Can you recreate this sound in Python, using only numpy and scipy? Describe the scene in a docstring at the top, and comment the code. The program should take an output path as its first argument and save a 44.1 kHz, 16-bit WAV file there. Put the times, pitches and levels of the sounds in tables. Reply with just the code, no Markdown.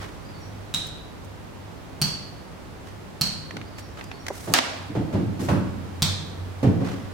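"""A plastic stylus taps four times on an interactive whiteboard in a bare classroom.
Each tap clicks, makes the pen ring and thumps the panel, and the room echoes it.
A hand on the camera makes small ticks, rustles and one loud clack that briefly turns its volume down.
The teacher takes a few heavy steps along the board. Behind it all are ventilation noise,
a low hum and a faint bird outside."""
import sys
import numpy as np
from scipy import signal
from scipy.fft import rfft, irfft, next_fast_len
from scipy.io import wavfile
from scipy.ndimage import map_coordinates

SR = 44100
rng = np.random.default_rng(int(sys.argv[2]) if len(sys.argv) > 2 else 0)


def output_pcm(signal):
    """Save a mono or channel-first signal as 16-bit PCM at the path in sys.argv[1].

    Samples are clipped to [-1, 1] before scaling.
    """
    pcm = np.clip(np.atleast_2d(signal).T, -1, 1) * 32767
    wavfile.write(sys.argv[1], SR, np.round(pcm).astype(np.int16))


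N = 314433
T = np.arange(SR) / SR  # one second of time, for a single sound
HZ = np.fft.rfftfreq(SR, 1 / SR)  # the frequencies in that second

# Levels in the tables are relative: the functions add their own gain.
# Stylus taps. Each row: start in seconds, click in dB, pen pitch in Hz, grip from 0 to 1,
# a dip in the tone in Hz, thump in dB, crack over the click in dB, left over right in dB.
TAPS = [(0.7402, -17, 3870, 0, 4780, -32, -26, -2.5), (2.0160, -13.5, 4500, 0.04, 3700, -19.5, -6, 0),
        (3.2118, -14, 4340, 0.15, 3530, -22, -5, -1.5), (6.0217, -12.5, 3800, 1, 2880, -18.5, -8, 2)]
# How the pen rings. Each row: multiple of its pitch, level in dB, multiple of its ring width.
PEN_MODES = [(1, -4.5, 1.15), (1.28, -16.5, 1.3), (1.95, -20, 4.3), (2.6, -14.5, 11)]
# Ringing tones. Each row: pitch in Hz, level in dB, seconds to fade by 60 dB (called t60).
PANEL_MODES = [(114, -47, 0.095), (153, 3.5, 0.17), (190.1, -8.5, 0.37), (219.4, -11, 0.28)]
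SHELL_MODES = [(400, 3, 0.059), (573, 15.5, 0.021), (770, 10, 0.024), (950, 4, 0.028)]
# Camera ticks. Each row: start in seconds, level in dB, extra treble in dB.
TICKS = [(3.5084, -24.5, -22), (3.5677, -20, -21), (3.6142, -27.5, -29), (3.7847, -27.5, -16),
         (4.0108, -25, -28), (4.0405, -32, -2), (4.1147, -23.5, -26), (4.266, -21.5, -12),
         (4.283, -17, -10)]
# The camera mount's two blows. Each row: start in seconds, level in dB, t60 in seconds,
# likeness of left and right (1 means the same), echo in dB, brightness in dB.
CLACKS = [(4.5382, 0, 0.11, 0.48, -4.5, 0), (4.5873, -1.5, 0.021, -0.35, -24, -6)]
# A soft fading hiss at the start, two faint bright ticks, then light brushes of hand and cloth.
# Each row: start in seconds, level in dB, length in seconds, brightness in dB.
SMALL_NOISES = [(0, -40, 0.042, -8), (0.867, -43, .006, 18), (1.245, -53, .006, 17),
                (2.862, -49.5, .03, -3), (3.78, -42.5, 0.015, 5), (3.971, -42, 0.026, -11),
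                (4.325, -44.5, 0.19, 10), (5.393, -39.5, 0.056, 5.5), (6.843, -38.5, 0.067, -9)]
# Footsteps. Each row: start in seconds, weight in dB, scuff in dB, heel hardness from 0 to 1.
STEPS = [(3.52, -35, -58, 0.35), (4.472, -29, -30, 0.28), (4.875, -34, -46, 0), (4.948, -24, -27.5, 0.26),
         (5.125, -19.5, -28.5, 0.07), (5.393, -25, -35.5, 0.66), (5.486, -17.5, -22, 0.97),
         (6.627, -14.5, -24.5, 0.37), (6.80, -29.5, -34, 0)]
# The tone of a shoe's scuff. Each row: multiple of its upper edge frequency, level in dB.
SCUFF_TONE = [(.06, -50), (.18, -22), (.45, 4), (1, -2.5), (1.6, -12), (3, -19.5), (8, -32.5), (30, -58)]
# The tone of each sound. Each row: frequency in Hz, level in dB.
CLICK_TONE = [(100, 0), (400, -6.5), (1300, -3), (2100, -6), (3200, 2), (6000, -2.5), (8500, -8),
              (10200, -17), (11700, -16.5), (16000, -10.5)]  # pen tip on the panel
CRACK_TONE = [(3000, -45), (8000, 5), (11500, 1), (16000, -7)]  # the tip's first hard contact
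TICK_TONE = [(150, 1), (500, 3), (1100, 3), (2000, 4), (3500, -5.5), (6000, -4), (16000, -22)]
CLACK_TONE = [(40, -67), (120, -43), (250, 1), (400, -9), (630, 1.5), (1000, -1), (1500, -2), (2500, -3.5),
              (5000, -6), (7500, -12), (11000, -21.5), (16000, -28)]
RUSTLE_TONE = [(500, 14), (1500, 13), (3000, 7), (6000, 5.5), (8500, 1), (12000, -3.5), (16000, -8)]
THUD_TONE = [(25, -75), (45, -57), (70, -18), (95, 2.5), (112, 4), (140, -3.5), (190, 2.5), (245, -3),
             (290, 0.5), (380, -11.5), (460, -14.5), (830, -29), (1500, -71), (3000, -90)]  # floor under a shoe
AIR_TONE = [(12, -46), (20, -19), (48, -4.5), (70, -2), (101, -1.5), (123, -8.5), (150, -4.5), (216, -9),
            (270, -8), (574, -14), (678, -15), (897, -16), (2670, -27), (4420, -31), (16000, -45.5)]
# The bird's three notes. Each row: seconds into the phrase, pitch in Hz, level in dB.
BIRD_NOTES = [(0, 4870, 0), (.095, 4520, 2), (.157, 5630, 1)]
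# How the ventilation rises and falls. Each row: time in seconds, level in dB.
AIR_LEVELS = [(0, 2.5), (1, 1.5), (3.6, 1), (5.5, 3)]
# Stereo width. Each row: frequency in Hz, likeness of left and right.
ROOM_LIKENESS = [(25, 0), (70, 0), (200, 0.58), (350, 0), (600, 0.18), (1200, 0.087), (16000, 0.053)]  # sound from all around
FLOOR_LIKENESS = [(300, 1), (600, 0.41), (1500, 0.09)]  # sound straight from the floor
# How long the room echoes. Each row: frequency in Hz, t60 in seconds.
ROOM_FADE = [(100, 1), (300, 0.89), (1000, 0.8), (4000, 0.7), (6500, 0.56), (9000, 0.54), (15000, 0.24)]


def stylus(click_db=18, room_db=4, wall_delay_s=0.0048):
    """The tip clicks, the panel thumps and the pen rings at each tap's own pitch, duller if held tight."""
    out = np.zeros((2, N))
    for s, db, pen_hz, grip, dip_hz, thump_db, crack_db, pan_db in TAPS:
        width_hz, pen_db = 187 + 900 * grip, 22.5 - 13 * grip  # a tight grip widens and weakens the ring
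        pen_power = 0
        for ratio, level, widen in PEN_MODES:
            off_pitch = 2 * (HZ - ratio * pen_hz) / (widen * width_hz)
            pen_power += amp(pen_db + level) ** 2 / (1 + off_pitch ** 2) ** 1.55
        dip_db = -13 / (1 + ((HZ - dip_hz) / 150) ** 2)
        click = amp(db + click_db) * impact(along(CLICK_TONE, HZ) + 10 * np.log10(1 + pen_power) + dip_db)
        crack = amp(db + click_db + crack_db) * scatter(impact(along(CRACK_TONE, HZ)), 0.018, 0.19)
        thump = amp(thump_db) * ringing(PANEL_MODES)
        # the panel smears the click; a near wall and the furniture send it back first
        direct = crack + amp(-5) * click + amp(-4) * scatter(click, t60=0.1, likeness=1)
        wall = amp(-8.5) * crack + amp(-1) * scatter(click, t60=0.018, likeness=0.54)
        furniture = amp(-3) * scatter(click, t60=0.053, likeness=0.8)
        pan = amp([[pan_db / 2], [-pan_db / 2]])
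        add(out, s, pan * direct + thump + amp(room_db) * room(click) + amp(-6.5) * room(thump))
        add(out, s + wall_delay_s, pan * wall + furniture)
    return out


def clack(clack_db=21, snap_db=10, judder_db=-13, judder_t60=1.0):
    """The camera mount snaps loose, shakes for an instant and hits its stop with a duller blow."""
    out = np.zeros((2, N))
    for s, db, t60, likeness, room_db, bright_db in CLACKS:
        tilt_db = along([(1500, 0), (6000, bright_db)], HZ)
        blow = amp(db + clack_db) * impact(along(CLACK_TONE, HZ) + tilt_db)
        add(out, s, scatter(blow, t60, likeness) + amp(room_db) * room(blow))
    start, stop = CLACKS[0][0], CLACKS[1][0]
    snap = impact(along([(1000, -23), (8000, 8), (15000, -5)], HZ))
    add(out, start, amp(snap_db) * scatter(snap, t60=0.004, likeness=0.58))
    judder = amp(judder_db - 60 * T / judder_t60) * noise(CLACK_TONE, [(1, 0.23)])
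    add(out, start, judder * (T < stop - start))
    return out


def steps(thud_t60=0.41, scuff_t60=0.3, grit_t60=0.079, sole_delay_s=0.018, room_db=-6):
    """The heel thuds and scuffs, then the sole comes down and booms in the floor."""
    out = np.zeros((2, N))
    for s, weight_db, scuff_db, hardness in STEPS:
        rise_s = 0.017 * (0.00033 / 0.017) ** hardness  # a harder heel is quicker
        edge_hz = 740 * (1410 / 740) ** (hardness ** 6.1)  # only a really hard heel is brighter
        scuff_tone = [(ratio * edge_hz, db) for ratio, db in SCUFF_TONE]
        thud = amp(weight_db - 4) * swell(rise_s, thud_t60) * noise(THUD_TONE, FLOOR_LIKENESS)
        scuff = amp(scuff_db) * swell(rise_s, scuff_t60) * noise(scuff_tone, FLOOR_LIKENESS)
        grit = amp(weight_db - 26) * swell(rise_s, grit_t60) * noise(RUSTLE_TONE, FLOOR_LIKENESS)
        sole = amp(weight_db - 0.5) * swell(0.0054, thud_t60) * noise(THUD_TONE, FLOOR_LIKENESS)
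        for start, contact in (s, thud + scuff + grit), (s + sole_delay_s, sole):
            add(out, start, contact + amp(room_db) * room(contact))
    return out


def ticks(tick_db=14, room_db=-13):
    """The camera body gives small dry ticks under the hand."""
    out = np.zeros((2, N))
    for s, db, treble_db in TICKS:
        tilt_db = along([(700, -4), (2000, 0), (4000, 0), (8000, treble_db + 10)], HZ)
        pulse = amp(db + tick_db) * impact(along(TICK_TONE, HZ) + tilt_db)
        tick = scatter(pulse, t60=0.028, likeness=0.086)
        add(out, s, tick + amp(room_db) * room(tick))
    return out


def knock(start_s=4.304, db=-26):
    """A fingertip bumps the hollow camera shell."""
    out = np.zeros((2, N))
    add(out, start_s, amp(db) * ringing(SHELL_MODES))
    return out


def small_noises(grain_db=2):
    """Bursts of grainy noise make a soft fading hiss, two faint ticks and brushes of hand and cloth."""
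    out = np.zeros((2, N))
    for s, db, length_s, bright_db in SMALL_NOISES:
        progress = T / length_s
        rise = 1 - np.exp(-progress / 0.05)
        fade = amp(-60 * np.maximum(progress - 1, 0) / 9.3)
        tone = [(hz, level + along([(2500, 0), (9000, bright_db)], hz)) for hz, level in RUSTLE_TONE]
        flicker = amp(db + grain_db * wobble(157.5)[:SR])
        add(out, s, flicker * rise * fade * noise(tone, [(1, 0.15)]))
    return out


def bird(starts_s=(0.24, 3.655, 4.028), bird_db=-49.5, note_s=0.046, sweep=0.0495, waver=0.0274):
    """A small bird outside repeats three short wavering notes, heard mostly through the room's echo."""
    out = np.zeros((2, N))
    progress = np.minimum(T / note_s, 1)
    for start in starts_s:
        for s, hz, db in BIRD_NOTES:
            pitch = hz * (1 + sweep * (progress - .5) + waver * wobble(186)[:SR])
            note = amp(bird_db + db) * np.sin(np.pi * progress) * sine(pitch)
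            add(out, start + s, amp(-5) * note + amp(-3) * room(note))
    return out


def ventilation(air_db=-41.5):
    """Moving air makes a soft rush whose level drifts a little."""
    drift_db = np.interp(np.arange(N) / SR, *np.transpose(AIR_LEVELS))
    return amp(air_db + drift_db + 0.14 * wobble(2.82)) * noise(AIR_TONE, ROOM_LIKENESS, size=N)


def hum(rest_hz=99.5, rest_db=-50, sag_hz=7, swell_db=12.5):
    """A low hum wavers and swells once, dropping in pitch as it grows louder."""
    height = np.interp(np.arange(N) / SR, [4.5, 5.284, 6.434, 7.904], [0, 1, 1, 0])
    pitch = rest_hz - sag_hz * height + 1.62 * wobble(13)
    level_db = rest_db + swell_db * height + 3 * wobble(6.7)
    return amp(level_db) * np.sqrt(2) * sine(pitch)


def room(sound, build_s=0.0068):
    """The bare classroom echoes a sound; the treble dies first."""
    hz, t, bands = signal.stft(noise([(1, 0)], ROOM_LIKENESS), SR, nperseg=256)
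    fade = amp(-60 * t / along(ROOM_FADE, hz)[:, None])
    tail = signal.istft(bands * fade, SR, nperseg=256)[1][:, :SR]
    echo = unit(tail * (1 - np.exp(-T / build_s))) / np.sqrt(SR)
    return convolve(np.atleast_2d(sound)[0], echo)


def ringing(modes, rise_s=0.0025):
    """A struck object rings with a few fading tones."""
    tones = sum(amp(db - 60 * T / t60) * np.sin(2 * np.pi * hz * T) for hz, db, t60 in modes)
    return (1 - np.exp(-T / rise_s)) * tones


def impact(tone_db):
    """The shortest sudden pulse with this tone, of energy 1."""
    cepstrum = irfft(np.log(amp(np.maximum(tone_db, -100))), SR)
    pulse = irfft(np.exp(rfft(2 * cepstrum[:SR // 2], SR)), SR)  # packs the energy at the start
    return pulse / np.linalg.norm(pulse)


def scatter(sound, t60, likeness):
    """Smear a sound into a dense cluster of fading copies."""
    cluster = noise([(1, 0)], [(1, likeness)]) * amp(-60 * T / t60)
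    return convolve(sound, unit(cluster) / np.sqrt(SR))


def noise(tone, likeness, size=SR):
    """Stereo noise shaped by (Hz, dB) points and (Hz, left-right likeness) points."""
    padded = next_fast_len(size)
    hz = np.fft.rfftfreq(padded, 1 / SR)
    angle = np.arccos(np.clip(along(likeness, hz), -1, 1)) / 2
    spectrum = rfft(rng.standard_normal((2, padded))) * amp(along(tone, hz))
    mid, side = irfft(spectrum * [np.cos(angle), np.sin(angle)], padded)[:, :size]
    return unit(np.array([mid + side, mid - side]))


def swell(rise_s, t60):
    """A loudness curve that rises to 1 and dies away."""
    shape = (1 - np.exp(-T / rise_s)) * amp(-60 * T / t60)
    return shape / shape.max()


def wobble(rate):
    """A smooth random curve through this many points a second."""
    return map_coordinates(rng.standard_normal(int(N * rate / SR) + 4), [np.arange(N) * rate / SR])


def sine(pitch_hz):
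    """A pure tone that follows a changing pitch."""
    return np.sin(2 * np.pi * np.cumsum(pitch_hz) / SR)


def convolve(sound, echoes):
    """Give a one-second sound a pattern of echoes."""
    return signal.fftconvolve(np.atleast_2d(sound), np.atleast_2d(echoes), axes=1)[:, :SR]


def along(points, hz):
    """Read between (Hz, value) points on a log frequency scale."""
    frequencies, values = np.transpose(points)
    return np.interp(np.log(hz + 1), np.log(frequencies + 1), values)


def amp(db):
    """Turn decibels into a gain."""
    return 10 ** (np.asarray(db) / 20)


def unit(sound):
    """Scale to an average power of 1."""
    return sound / np.sqrt(np.mean(sound ** 2) + 1e-20)


def add(track, start_s, sound):
    """Mix a sound into the track at its start time."""
    part = track[:, round(start_s * SR):][:, :sound.shape[-1]]
    part += sound[..., :part.shape[1]]


def scene():
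    """Mix all the sources, a little louder on the right."""
    close_by = ticks() + knock() + clack() + small_noises()
    return (stylus() + close_by + steps() + bird() + ventilation() + hum()) * amp([[-.9], [.9]])


def record(dry, ceiling=0.88, release_s=0.24, top_hz=15950):
    """The camera turns down when overloaded, recovers slowly, clips peaks and cuts the highest treble."""
    overload = np.log(np.maximum(np.abs(dry).max(axis=0) / ceiling, 1))
    recovery = np.arange(N) / SR / release_s
    turn_down = np.maximum.accumulate(overload * np.exp(recovery)) * np.exp(-recovery)
    gain = np.exp(-signal.lfilter([.02], [1, -.98], turn_down))  # smoothed over about 1 ms
    clipped = np.clip(dry * gain, -1, 1)
    padded = next_fast_len(N + SR // 2)
    passband = np.fft.rfftfreq(padded, 1 / SR) < top_hz
    return irfft(rfft(clipped, padded) * passband, padded)[:, :N]


dry = scene()
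out = record(dry)
output_pcm(out)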